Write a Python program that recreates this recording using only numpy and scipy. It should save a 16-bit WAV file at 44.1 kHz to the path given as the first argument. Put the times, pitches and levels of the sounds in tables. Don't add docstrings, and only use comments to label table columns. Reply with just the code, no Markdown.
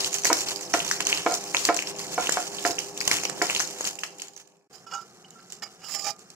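import sys
import numpy as np
from scipy import signal
from scipy.fft import rfft, irfft, next_fast_len
from scipy.io import wavfile
from scipy.ndimage import uniform_filter1d, map_coordinates

SR = 44100
rng = np.random.default_rng(int(sys.argv[2]) if len(sys.argv) > 2 else 0)


def gain_from_db(level_db):
    decades = np.asarray(level_db, float) / 20
    return 10 ** decades


def master(y):
    cut = np.clip(np.atleast_2d(y).T, -1, 1)
    pcm = np.round(cut * 32767)
    wavfile.write(sys.argv[1], SR, pcm.astype(np.int16))


N = 280016
T = np.arange(N) / SR
PORT_LAG_S = 0.00012
CUT_S, BOWL_FROM_S = 4.678, 4.697

# (time [s], relative level [dB], pitch [Hz], left minus right [dB])
SNAPS = [(0.0059, -17.5, 4820, 18.5), (0.0353, -31, 7110, 1), (0.045, -14, 4630, 2),
         (0.129, -16.5, 6700, -5), (0.1407, -22, 6550, -8), (0.1422, -13, 6450, -23.5),
         (0.1474, -26, 6850, -10), (0.1843, -15, 6120, -2.5), (0.219, -25, 6850, -4.5),
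         (0.236, -17, 5990, 1), (0.2467, -11.5, 6180, -18), (0.2501, -14, 6200, 4.5),
         (0.2536, -10, 6240, 0.5), (0.2694, -8.5, 7000, -1.5), (0.3294, -4.5, 5540, 0.5),
         (0.407, -19.5, 6940, -15.5), (0.417, -19.5, 7700, -11), (0.43, -28.5, 7240, -9),
         (0.4859, -15, 4700, 5), (0.5033, -27.5, 6440, -4), (0.5066, -19.5, 7050, 3),
         (0.56, -19, 4910, -16.5), (0.57, -28.5, 4870, -13), (0.61, -22.5, 7040, -8),
         (0.6274, -29.5, 5800, -17), (0.652, -35.5, 5900, -18), (0.658, -48.5, 6850, -19),
         (0.7336, -17.5, 5560, -13), (0.7379, -8.5, 5900, 2), (0.7922, -16, 6400, -2),
         (0.847, -23, 5900, -15), (0.8782, -20, 6200, -15), (0.913, -8, 5650, 3), (1.0055, -12.5, 6680, -4),
         (1.0518, -17, 6260, -4.5), (1.069, -7, 6220, -3), (1.0895, -17.5, 7000, -10.5),
         (1.128, -19, 4430, 3), (1.1386, -24, 6560, -4.5), (1.147, -17, 5300, -1), (1.174, -17, 4480, -9.5),
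         (1.219, -25.5, 6300, -13), (1.241, -44, 6590, -7), (1.322, -14.5, 7040, -1),
         (1.3402, -11.5, 5700, 4), (1.3697, -33, 6360, -4), (1.3824, -33, 6350, -6.5),
         (1.3986, -42, 5750, -4), (1.439, -23.5, 6350, -1.5), (1.464, -30.5, 5770, -2),
         (1.498, -29.5, 5750, -9.5), (1.5052, -33.5, 7000, -10.5), (1.5472, -15, 6700, -5.5),
         (1.567, -17.5, 5860, 1.5), (1.5938, -23, 6500, 15.5), (1.6114, -24.5, 7000, -4.5),
         (1.6355, -30.5, 5030, 3.5), (1.6513, -5, 4800, -1), (1.7439, -18, 7440, -10),
         (1.765, -13.5, 6600, 8), (1.7715, -16.5, 5730, 5), (1.792, -27.5, 6440, 2.5),
         (1.8226, -18.5, 6140, 5), (1.872, -19.5, 5400, 1.5), (1.8747, -27.5, 5600, -1),
         (1.8868, -30.5, 5800, -6), (1.8903, -30, 6800, -5.5), (1.963, -29, 6870, -1),
         (1.9867, -23.5, 6400, 2.5), (1.993, -22, 4840, -2.5), (2.0104, -31, 7200, -6),
         (2.0676, -30, 6600, -15), (2.123, -25.5, 7260, -4), (2.143, -22.5, 6400, -4),
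         (2.208, -23, 6700, -10), (2.2625, -25.5, 6040, 0), (2.2708, -21, 7100, -3.5),
         (2.2943, -12, 7150, -6), (2.322, -13.5, 7600, 17), (2.366, -24, 7050, -4), (2.403, -25, 7100, -11),
         (2.4763, -31.5, 6000, -17), (2.5686, -28.5, 6480, -14), (2.594, -27.5, 7360, -2),
         (2.6252, -26.5, 7260, -16), (2.6513, -25, 6550, -8), (2.6552, -18, 5170, -11),
         (2.661, -19.5, 5160, -13), (2.6645, -16, 7000, -8), (2.7084, -17, 5150, -3.5),
         (2.7148, -23.5, 6200, -21), (2.7893, -14, 5900, -19), (2.801, -28.5, 4800, -14),
         (2.8761, -35.5, 6500, -11), (2.946, -36, 6960, -6.5), (2.9614, -38, 6800, 1.5),
         (2.9756, -21, 6870, -3), (3.005, -15.5, 4800, 5.5), (3.013, -17, 4830, 0.5),
         (3.0523, -21, 5900, -12), (3.1137, -10, 5400, -5), (3.1139, -17.5, 7160, -5),
         (3.133, -20, 6400, -8), (3.235, -19, 6430, -12), (3.2514, -14, 5800, 0), (3.2969, -19, 7600, -13),
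         (3.3632, -34.5, 5470, -12.5), (3.42, -15, 5200, 10), (3.422, -13.5, 7000, -6),
         (3.468, -23.5, 5170, 10), (3.4913, -31, 6100, -8), (3.4994, -24, 7300, -18),
         (3.5492, -15.5, 7040, -12), (3.563, -16.5, 4360, -4), (3.5946, -14, 5230, 7.5),
         (3.6016, -11.5, 6270, -5), (3.606, -25, 6270, -3), (3.6742, -21.5, 7170, -16),
         (3.6934, -36, 6900, -11), (3.7012, -30, 5900, -15), (3.732, -35, 6700, -15),
         (3.778, -34, 7000, -13), (3.802, -30, 6500, -4), (3.8083, -17.5, 6650, 0),
         (3.844, -15, 7600, -2.5), (3.852, -18.5, 4620, 5), (3.873, -19, 6700, -15),
         (3.9542, -31, 7000, -20), (3.99, -25, 7150, -6), (4.0125, -32.5, 6230, -13),
         (4.0339, -26, 6600, -9.5), (4.038, -21, 4780, 7), (4.106, -40, 6600, -12),
         (4.1841, -33, 6970, -11), (4.1996, -27.5, 4350, 7), (4.2191, -19, 7000, -2),
         (4.283, -30.5, 6870, -5), (4.3343, -40.5, 7080, -14), (4.341, -46, 5300, -10),
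         (4.3637, -29.5, 6120, -7), (4.3756, -33.5, 6680, -14), (4.4744, -44, 7020, -8),
         (4.5687, -53, 7340, -10), (4.593, -66, 6130, -16), (5.3057, -35.5, 6980, -5),
         (5.502, -31, 5640, -6), (5.522, -25, 7340, -6), (5.623, -28.5, 4930, 1), (6.163, -43, 7240, -13),
         (6.192, -38, 7600, -10), (6.302, -32.5, 7600, -5)]
# (frequency [Hz], relative level [dB], t60 [s])
PAN_BOTTOM = [(303, -8, .1), (336, 0, .14), (405, -4, .1)]
# (frequency [Hz], relative level [dB], t60 [s])
PAN_MODES = [(481, 1, 0.044), (583, -7.5, 0.18), (699.2, -6.5, 0.33), (748, -6.5, 0.17), (876.5, -7, 0.13),
             (960, -9, 0.12), (1010, -7.5, 0.18), (1300, -7.5, 0.099), (1382, -7, 0.13),
             (2240, -14.5, 0.21)]
# (frequency [Hz], width [Hz], relative level [dB])
BOWL = [(1347, 8, 0), (1375, 18, -8), (1250, 200, -8), (1530, 80, -14), (969, 30, -10), (797, 20, -14)]
# (frequency [Hz], width [Hz], relative level [dB])
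BOWL_HIGH = [(2905, 25, -2), (3390, 36, -10), (4770, 55, -4), (5300, 33, 0), (6670, 45, -5),
             (2510, 86, -18)]


def read(table):
    s, *columns = np.transpose(table)
    return [np.interp(T, s, c) for c in columns]


def unit(x):
    return x / np.sqrt(np.mean(x ** 2))


def colour(x, points, lag_s=0.):
    size = next_fast_len(N)
    hz = np.arange(size // 2 + 1) * SR / size + 0.00087
    f, db = np.transpose(points)
    gain = gain_from_db(np.interp(np.log(hz), np.log(f), db))
    delay = np.exp(-2j * np.pi * hz * lag_s)
    return irfft(rfft(x, size) * gain * delay, size)[..., :N]


def ring(x, hz, width_hz):
    return signal.lfilter(*signal.iirpeak(hz, hz / width_hz, SR), x)


def walk(rate_hz):
    k = int(SR / rate_hz)
    return uniform_filter1d(np.repeat(rng.standard_normal(N // k + 1), k), k)[:N]


def sides(pan_db):
    gain = gain_from_db(np.array([pan_db, -pan_db]).reshape(2, -1) / 2)
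    return gain / gain.mean(0)


def ports(points, alike):
    shared, own = rng.standard_normal(N), rng.standard_normal((2, N))
    alike = np.clip(alike, 0, 1)
    both = np.array([colour(shared, points, PORT_LAG_S), colour(shared, points)])
    return unit(np.sqrt(alike) * both + np.sqrt(1 - alike) * colour(own, points))


def bubbles(rate_hz, spread_db, tail_s):
    size = (rng.random(N) < rate_hz / SR) * gain_from_db(spread_db * rng.exponential(size=N))
    swell = uniform_filter1d(size ** 2, int(tail_s * SR / 3)).clip(0)
    power = signal.lfilter([1], [1, -np.exp(-2 / (tail_s * SR))], swell)
    return unit(np.sqrt(power))


def burst(t, rise_s):
    return (t / rise_s / 2) ** 2 * np.exp(2 - t / rise_s)


def add(out, s, sound):
    i = int(s * SR)
    out[:, i:i + sound.shape[1]] += sound[:, :N - i]


def frying_gain():
    from_s, to_s, power = 3.575, 5.04, 2.27
    fade = np.clip((to_s - T) / (to_s - from_s), 0, 1) ** power
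    return fade * np.clip((CUT_S - T) * 200, 0, 1)


def bowl_gain():
    rise_s = 0.011
    return np.clip((T - BOWL_FROM_S) / rise_s, 0, 1)


def rumble():
    # (frequency [Hz], relative level [dB])
    rumble_points = [(15, -11.5), (40, 6), (80, -6.5), (130, -28.5), (300, -73.5)]
    level = gain_from_db(-70.5 + 3.0 * walk(4.2)) * (frying_gain() + 0.22 * bowl_gain())
    return level * ports(rumble_points, 0)


def hob():
    # (frequency [Hz], relative level [dB])
    rush_points = [(15, -57.5), (25, -42), (75, -30.5), (171, -1.5), (247, -13.5), (398, 1.5), (453, -19.5),
                   (496, -3.5), (554, -8.5), (703, -7), (2000, -24.5), (2600, -18.5), (4400, -120)]
    # (multiple of hum_hz [1], relative level [dB])
    hum_lines = [(2, -63), (3, -56), (4, -51), (5, -54), (6, -63), (7, -58), (8, -55), (9, -61), (11, -63),
                 (13, -70), (17, -66)]
    hum_hz, hob_db, lines_db = 100.6, -44, -1.5
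    lines = 0
    for k, db in hum_lines:
        tone = np.sin(2 * np.pi * k * hum_hz * T + 3 * rng.standard_normal())
        lines = lines + gain_from_db(db + 2.4 * walk(16)) * tone
    gusts = gain_from_db(1.8 * walk(11))
    rush = gusts * ports(rush_points, 0.58)
    return gain_from_db(hob_db) * frying_gain() * (rush + gain_from_db(lines_db) * unit(lines))


def kitchen():
    # (frequency [Hz], relative level [dB])
    room_points = [(15, -88), (25, -47), (182, -1), (324, -14.5), (350, -3.5), (425, -5), (612, -16),
                   (772, -5), (900, -19.5), (1320, -12), (2500, -27), (3250, -68), (5500, -120)]
    return gain_from_db(-55.5) * bowl_gain() * ports(room_points, 0.89)


def bowl_note(modes, t):
    note = 0
    for hz, width_hz, db in modes:
        tone = np.sin(2 * np.pi * hz * t + 9 * rng.random())
        note = note + gain_from_db(db) * tone * np.exp(-np.pi * width_hz * t)
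    return note


def taps():
    # (time [s], relative level [dB], overtones re main note [dB])
    tap_rows = [(4.866, -43, -8), (4.921, -33, -12), (4.934, -26, -10), (4.95, -25, -17), (4.985, -33, -20),
                (5.012, -42, -14), (5.035, -56, -10), (5.352, -50, -20), (5.621, -44, 6), (5.648, -60, 6)]
    rise_s, still_s = .002, .003
    out, t = np.zeros((2, N)), T[:14000]
    ends = [row[0] for row in tap_rows[1:]] + [T[-1]]
    for (s, db, high_db), end in zip(tap_rows, ends):
        held = (1 - np.exp(-t / rise_s)) * np.exp(-np.maximum(t + s - end + still_s, 0) / rise_s)
        level = gain_from_db(db + 2 * walk(70)[:len(t)])
        note = bowl_note(BOWL, t) + gain_from_db(high_db) * bowl_note(BOWL_HIGH, t)
        add(out, s, level * held * sides(-9.0) * note)
    return out


def scrape():
    # (frequency [Hz], width [Hz], relative level [dB])
    edge = [(4940, 27, 1.5), (5160, 63, 0.5), (5360, 39, -4.5), (7110, 97, -2.5), (6700, 44, -4),
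            (5850, 79, -13), (6440, 36, -14), (3200, 110, -18), (7800, 57, -14), (7000, 20000, -22.5)]
    # (frequency [Hz], width [Hz], relative level [dB])
    edge_hard = [(4680, 41, 6), (5900, 470, 0), (6350, 120, -4), (5300, 30, -2), (3840, 68, -3),
                 (2394, 29, 1.5), (11000, 5000, -36)]
    # (frequency [Hz], width [Hz], relative level [dB])
    edge_low = [(656, 14, 4), (804, 22, 8), (1210, 5.2, 10.5), (1206, 57, -6.5), (1000, 1900, -25.5)]
    # (frequency [Hz], width [Hz], relative level [dB])
    lip = [(2210, 50, 0), (2910, 45, 0), (1340, 150, -5), (1800, 120, -7), (4810, 70, -2),
           (2400, 1800, -17)]
    # (frequency [Hz], width [Hz], relative level [dB])
    bowl_ping = [(2915, 24, 0), (3040, 120, -9)]
    contacts = {"rim": (0, -10, -14, -29, -30, -30, -16), "tick": (-12.5, -11, -5, -14, -9, -2, -17),
                "slide": (-24.5, -21, -0.5, -34, -16, -36.5, -27),
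                "ping": (-13.5, -23, -30, -34, -10, -30, -2), "press": (-17, -16, 0.5, 0.5, -2, -18, -26),
                "clank": (-6, 1, -11, -15, -14, -21, -16), "strike": (-21, -11, -5, -24, -13.5, 0.5, -9)}
    # (peak time [s], rise over 20 dB [s], fall over 20 dB [s], level [dB], kind of sound)
    strokes = [(4.742, 0.015, 0.032, -49.5, "slide"), (4.76, 0.051, 0.064, -50.5, "slide"),
               (4.87, 0.0067, 0.039, -50.5, "clank"), (4.915, .012, 0.013, -47, "clank"),
               (4.934, 0.03, 0.04, -37, "clank"), (4.931, 0.034, 0.03, -42.5, "rim"),
               (4.96, .05, .085, -48.5, "press"), (5.015, .01, .02, -52, "slide"),
               (5.245, .003, 0.01, -44, "ping"), (5.325, .035, 0.025, -55.5, "ping"),
               (5.4, 0.05, 0.06, -58, "rim"), (5.389, 0.003, 0.01, -65, "press"),
               (5.54, 0.003, 0.012, -54, "press"), (5.567, 0.0035, 0.014, -55, "press"),
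               (5.624, .003, 0.03, -36.5, "strike"), (5.636, 0.012, 0.016, -42, "slide"),
               (5.668, 0.018, 0.015, -45.5, "tick"), (5.85, 0.03, 0.063, -40.5, "slide"),
               (5.855, 0.042, 0.044, -49, "ping"), (5.84, 0.056, 0.048, -51, "clank"),
               (6.064, .02, .025, -43, "rim"), (5.887, 0.0089, 0.011, -41, "slide"),
               (5.915, 0.053, 0.086, -32.5, "slide"), (5.944, 0.022, 0.03, -34, "slide"),
               (5.97, 0.022, 0.016, -36.5, "slide"), (6.0, .04, 0.055, -39.5, "slide"),
               (5.96, .06, .04, -56, "ping"), (6.043, 0.013, 0.043, -42, "press"),
               (6.068, 0.077, 0.054, -36, "press"), (6.094, 0.04, 0.028, -42.5, "press")]
    stroke_round = 1.3
    wander_db, wander_s = 2.5, .0002
    bodies = ((BOWL, -3), (BOWL_HIGH, -5), (edge, -20), (edge_hard, -18),
              (edge_low, -7), (lip, -8), (bowl_ping, -5))
    a = int(BOWL_FROM_S * SR)
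    t = T[a:]
    slips = (bubbles(1600, 1.6, .002) * gain_from_db(2.8 * walk(70)) * rng.standard_normal(N))[a:]
    force = 0
    for s, rise, fall, db, kind in strokes:
        drop_db = 20 * np.maximum((s - t) / rise, (t - s) / fall) ** stroke_round
        force = force + gain_from_db(np.array(contacts[kind])[:, None] + db - drop_db)
    out = np.zeros((2, N))
    for (modes, pan_db), push in zip(bodies, force):
        drive = np.array([slips, slips * push])
        steady, played = sum(gain_from_db(db + wander_db * walk(25)[a:]) * ring(drive, hz, width_hz)
                             for hz, width_hz, db in modes)
        bend_s = wander_s * (modes is not BOWL) * walk(18)[a:]
        bent = map_coordinates(played, [(t - t[0] + bend_s) * SR], mode="mirror")
        add(out, BOWL_FROM_S, sides(pan_db) * bent / steady.std())
    return out


def crackle(rate_hz, spread_db, width_hz):
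    out = 0
    for hz in np.geomspace(4300, 7800, 9):
        size = gain_from_db(spread_db * np.minimum(rng.exponential(size=N), 2.2))
        clicks = (rng.random(N) < rate_hz / SR) * size
        port_hz = hz * (1 + 0.074 * rng.standard_normal(2))
        out = out + np.array([ring(ring(clicks, f, width_hz), f, width_hz) for f in port_hz])
    return unit(out)


def fizz():
    # (time [s], treble level [dB], mid level [dB], left minus right [dB])
    fizz_curve = [(0.0, -27, -31, -1), (0.16, -42, -52, -5), (0.18, -54, -72, 1), (0.39, -29.5, -37.5, 0.5),
                  (0.52, -38.5, -39.5, -4), (0.56, -44.5, -57, -4), (0.8, -38, -42, -1),
                  (0.86, -36.5, -39, -3), (0.94, -34, -41, 0), (1.19, -39.5, -36, -2.5),
                  (1.32, -33, -45, -1.5), (1.42, -39, -43, -3), (1.53, -40.5, -49, -2),
                  (1.58, -29.5, -41, 3), (1.7, -38.5, -39.5, -1), (1.95, -44, -49, -2),
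                  (2.12, -36, -42, -2), (2.29, -36, -36.5, -2), (2.34, -38, -40.5, -2.5),
                  (2.5, -39.5, -46, -4), (2.63, -38.5, -45, -5), (2.67, -36, -45, -7.5),
                  (2.82, -44.5, -54, -3), (2.93, -47, -57, -2), (3.01, -43, -51, 2), (3.05, -40, -44, -8),
                  (3.14, -32, -35, 4), (3.35, -43.5, -49.5, -3), (3.5, -37, -37.5, -2),
                  (3.65, -33, -42, 0.5), (3.74, -45, -51, -4.5), (3.88, -33, -36.5, 2.5),
                  (3.96, -44.5, -57.5, -2.5), (4.1, -44, -63.5, -7), (4.25, -41.5, -39, 5.5),
                  (4.32, -52.5, -57.5, -1.5), (4.4, -47.5, -47, -7), (4.5, -46.5, -56.5, 0.5),
                  (4.65, -55.5, -65, -1.5)]
    # (frequency [Hz], relative level [dB])
    treble_points = [(3300, -35), (4100, 1.5), (5000, 5), (6500, 8.5), (8000, 6), (11000, 2), (12500, -2),
                     (16000, -5)]
    # (frequency [Hz], relative level [dB])
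    mid_points = [(500, -6), (1000, -0.5), (1500, -3), (2500, 1), (3800, 7), (4600, -42.5)]
    bowl_treble_db, bowl_mid_db = -57, -62.5
    treble_db, mid_db, pan_db = read(fizz_curve)
    frying, bowl = frying_gain(), bowl_gain()
    kicks = np.zeros(N)
    for s, snap_db, *_ in SNAPS:
        kicks[int(s * SR)] = gain_from_db(snap_db - 27.0)
    t = T[:6000]
    swell = t / 0.014 * np.exp(1 - t / 0.013)
    flurry = signal.fftconvolve(kicks, swell)[:N].clip(0)
    grain = bubbles(1200, 2.4, .0035) * gain_from_db(2.8 * walk(35) + 1.5 * walk(9))
    treble_level = gain_from_db(treble_db) * frying + bowl * gain_from_db(bowl_treble_db) + flurry
    treble = treble_level * (grain * ports(treble_points, 0.021) + 0.5 * crackle(40, 3.9, 290))
    mid_level = gain_from_db(mid_db) * frying + bowl * gain_from_db(bowl_mid_db) + 0.47 * flurry
    mid = mid_level * grain * ports(mid_points, 1.0)
    return sides(np.clip(pan_db, -12, 12)) * treble + mid


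def small_pops():
    pops_per_s, spread_db = 30, 6
    snap_db, plop_db, pan_db, bowl_db = -46.5, -39, -9, -8
    size = int(pops_per_s * N / SR)
    s, snap, plop = rng.random((size, 3)).T
    c = rng.standard_normal((size, 3)).T.clip(-2, 1.2)
    s = .01 + s * (T[-1] - .01)
    fade_db = 20 * np.log10(frying_gain()[(s * SR).astype(int)] + 1e-6)
    db = np.where(s < CUT_S, fade_db, bowl_db)
    snaps = zip(s, db + snap_db + spread_db * c[0], 4500 + 3200 * snap, pan_db + 5 * c[2])
    plops = zip(s, db + plop_db + spread_db * c[1], 1300 + 2000 * plop)
    return list(snaps), [row for row in plops if row[0] < CUT_S]


def pops():
    # (time [s], relative level [dB], pitch [Hz])
    mid_bursts = [(0.0456, -12.5, 3130), (0.131, -27, 2440), (0.145, -25.5, 2700), (0.148, -26.5, 2950),
                  (0.1854, -29.5, 2980), (0.235, -31.0, 2650), (0.246, -21, 2670), (0.2533, -7, 2030),
                  (0.305, -13.5, 1360), (0.3278, -10.5, 1520), (0.559, -31, 3120), (0.592, -31, 2450),
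                  (0.6266, -42, 2380), (0.738, -7.5, 1690), (0.8028, -11.5, 2860), (0.9128, -7, 1750),
                  (1.0046, -12, 2870), (1.0706, -13.5, 2890), (1.1279, -4, 2680), (1.2644, -10.5, 1570),
                  (1.547, -5.5, 2390), (1.568, -7.5, 3240), (1.652, -33, 2760), (1.689, -6.5, 1740),
                  (1.6927, -14.5, 1360), (1.77, -22, 1790), (1.79, -10, 2610), (1.824, -17, 2450),
                  (1.8717, -21.5, 2980), (1.9856, -29, 3010), (2.001, -26.5, 2200), (2.1425, -33, 3080),
                  (2.1794, -13.5, 1390), (2.228, -23, 3140), (2.2622, -31, 2640), (2.2707, -12, 2810),
                  (2.2933, -12, 1760), (2.3716, -6, 1360), (2.381, -15, 1310), (2.585, -18, 3190),
                  (2.5906, -23.5, 3150), (2.6506, -10, 1800), (2.7086, -41, 2930), (2.785, -14, 2800),
                  (2.7887, -24.5, 2600), (2.7995, -22.5, 2730), (2.9755, -25.5, 3000), (3.0117, -15, 2320),
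                  (3.1142, -7.5, 2150), (3.1868, -19.5, 2520), (3.2353, -21, 2370), (3.2532, -12, 2660),
                  (3.297, -20, 1680), (3.4167, -6.5, 1780), (3.494, -27, 2560), (3.499, -9.5, 2550),
                  (3.5493, -10.5, 3260), (3.5625, -11.5, 2696), (3.6016, -12, 1510), (3.6066, -14.5, 1810),
                  (3.7548, -50, 1360), (3.807, -37, 1280), (3.8429, -19.5, 1350), (3.85, -20, 2920),
                  (3.8722, -24.5, 2500), (3.988, -23, 2770), (4.0349, -15, 2670), (4.197, -26.5, 2890),
                  (4.2188, -27, 2910), (4.283, -44.0, 3040), (4.3633, -53, 2700)]
    # (time [s], relative level [dB])
    thump_rows = [(.2465, -19), (0.2538, -16), (0.329, -21), (.9126, -21), (1.005, -21), (1.0694, -19),
                  (1.128, -22), (1.547, -16), (2.293, -9), (3.0112, -26), (3.1138, -13.5), (3.2347, -21.5),
                  (3.2533, -18), (3.2972, -24), (3.499, -19), (3.808, -16), (3.843, -21.5)]
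    thump_s = 0.00022
    out, t = np.zeros((2, N)), T[:900]
    small_snaps, small_plops = small_pops()
    rows = SNAPS + small_snaps
    late = np.maximum(t - np.array([[PORT_LAG_S], [0]]), 0)
    for (s, db, hz, pan_db), c in zip(rows, rng.standard_normal((len(rows), 4))):
        turn = 9 * c[0] + np.array([[0], [np.pi / 2]]) * np.sign(c[1])
        snap = np.sin(2 * np.pi * hz * t + turn) * burst(t, 0.00029 * gain_from_db(2.5 * c[2]))
        noise = rng.standard_normal((2, len(t))) * burst(t, 0.0008)
        spray = ring(noise, 8000, 8100) * gain_from_db(3 * c[3].clip(-2, .7))
        add(out, s, gain_from_db(db - 0.5) * sides(np.clip(pan_db, -20, 20)) * (snap + 0.77 * spray))
    for s, db, hz in mid_bursts + small_plops:
        rise_s = 0.00032 * (hz / 2000) ** 1.1
        tone = np.sin(2 * np.pi * hz * late * (1 + (late - .002) / 0.01))
        add(out, s - rise_s, gain_from_db(db - 2.5) * tone * burst(late, rise_s))
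    for s, db in thump_rows:
        add(out, s, gain_from_db(db) * (burst(late, thump_s / 2) - 0.16 * burst(late, thump_s * 1.4)))
    return out


def struck(modes, t, chance, spot_hz=0):
    hz, db, t60 = np.transpose(modes)[:, :, None]
    tune, spot, phase = chance.reshape(3, -1, 1)
    spot_db = 2 * spot + 11 * np.exp(-((hz - spot_hz) / 40) ** 2)
    tones = np.sin(2 * np.pi * hz * (1 + 0.008 * tune) * t + .2 * phase)
    sound = (gain_from_db(db + spot_db) * tones * 1000 ** (-t / t60)).sum(0)
    return sound / sound[:600].std() / 2.5


def drag(t):
    drag_s, blur = 0.044, 1.7
    rub = rng.standard_normal(len(t)) * t / drag_s * np.exp(1 - t / drag_s * 2)
    sound = sum(gain_from_db(db) * ring(rub, hz, blur * 2.7 / t60) for hz, db, t60 in PAN_MODES + PAN_BOTTOM)
    return sound / np.abs(sound).max()


def knocks():
    # (time [s], relative ring level [dB], strongest ring [Hz],
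    # relative bottom note level [dB], relative crack level [dB], rise [s], rings freely for [s])
    knock_rows = [(0.244, -22.5, 970, -42.5, -25, .0008, 0.012),
                  (0.3005, -8, 944, -28.5, -19, 0.0014, 0.013), (0.314, -19.5, 748, -19, -22, .001, 0.013),
                  (0.329, -39.5, 555, -50, -20.5, .0008, .016), (0.74, -12, 720, -22, -11, 0.00086, 0.014),
                  (1.004, -28.5, 1000, -36.5, -20.5, 0.00059, 0.011),
                  (1.263, -8, 722, -22, -15.5, 0.00069, 0.012), (1.313, -17, 740, -47.5, -25, .003, 0.022),
                  (1.544, -21, 970, -53, -30, 0.0014, 0.022),
                  (1.689, -10, 667, -22.5, -15.5, 0.00052, 0.036),
                  (2.179, -11, 748, -29.5, -28.5, .0012, 0.022), (2.203, -35, 775, -35, -32, .001, 0.017),
                  (2.3713, -14.5, 750, -46, -22.5, 0.0017, 0.017),
                  (2.651, -13.5, 704, -21.5, -14.5, 0.0011, 0.026),
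                  (2.686, -21.5, 715, -21, -49, 0.0075, .028), (3.1135, -23, 1010, -48, -14, 0.001, 0.0055),
                  (3.417, -16.5, 676, -22.5, -17.5, 0.00098, 0.031),
                  (4.035, -37.5, 855, -51, -23, .0008, 0.019)]
    # (time [s], relative level [dB], pitch [Hz])
    rock_rows = [(0.815, -26.5, 167.6), (2.697, -31.5, 123)]
    free_share, pressed_decay_s = .3, 0.28
    drag_db, pan_db = -15, -2
    out, t = np.zeros((2, N)), T[:12000]
    rattle = gain_from_db(1.5 * walk(120))
    low = 3 * len(PAN_BOTTOM)
    chance = rng.standard_normal((len(knock_rows), low + 3 * len(PAN_MODES)))
    for (s, ring_db, spot_hz, bottom_db, crack_db, rise, grip), c in zip(knock_rows, chance):
        choked = (1 - free_share) * np.exp(-(t / grip) ** 3) + free_share * np.exp(-t / pressed_decay_s)
        held = (1 - np.exp(-t / rise)) * choked * rattle[int(s * SR):][:len(t)]
        body = gain_from_db(ring_db + 1.0) * struck(PAN_MODES, t, c[low:], spot_hz)
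        body = body + gain_from_db(bottom_db + 4.5) * struck(PAN_BOTTOM, t, c[:low])
        crack = np.sin(2 * np.pi * 1800 * t) * t / 0.0006 * np.exp(1 - t / 0.00027)
        scuff = ring(rng.standard_normal((2, len(t))) * np.exp(-t / .012), 1700, 1800)
        contact = gain_from_db(crack_db + 8.5) * (crack + 0.35 * scuff)
        add(out, s, sides(pan_db) * (held * body + gain_from_db(ring_db + drag_db) * drag(t) + contact))
    for s, db, hz in rock_rows:
        add(out, s, sides(0) * gain_from_db(db) * np.sin(2 * np.pi * hz * t) * t / 0.0092 * np.exp(1 - t / 0.01))
    return out


def wall_tail(hits):
    t60_s = 0.31
    walls = rng.standard_normal((2, 9000)) * 1000 ** (-T[:9000] / t60_s)
    return gain_from_db(-38) * signal.fftconvolve(hits, walls, axes=1)[:, :N]


def scene():
    hit_points = [(30, -45), (100, -16), (250, -8), (300, 0), (7800, 0), (8300, -5), (20000, -5)]  # (Hz, dB)
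    hits = colour(pops() + knocks(), hit_points)
    background = rumble() + hob() + kitchen()
    return background + taps() + scrape() + fizz() + hits + wall_tail(hits)


def low_pass(x):
    return signal.sosfilt(signal.butter(12, 16820, fs=SR, output="sos"), x)


def record(dry):
    mic_points = [(20, -9), (110, 0), (3020, 0), (3620, -5), (4120, 0), (7910, 0), (7950, -6),
                  (15600, -6), (16000, -30), (16900, -60)]
    mix = colour(dry, mic_points)
    return low_pass(mix)


dry = scene()
out = record(dry)
master(out)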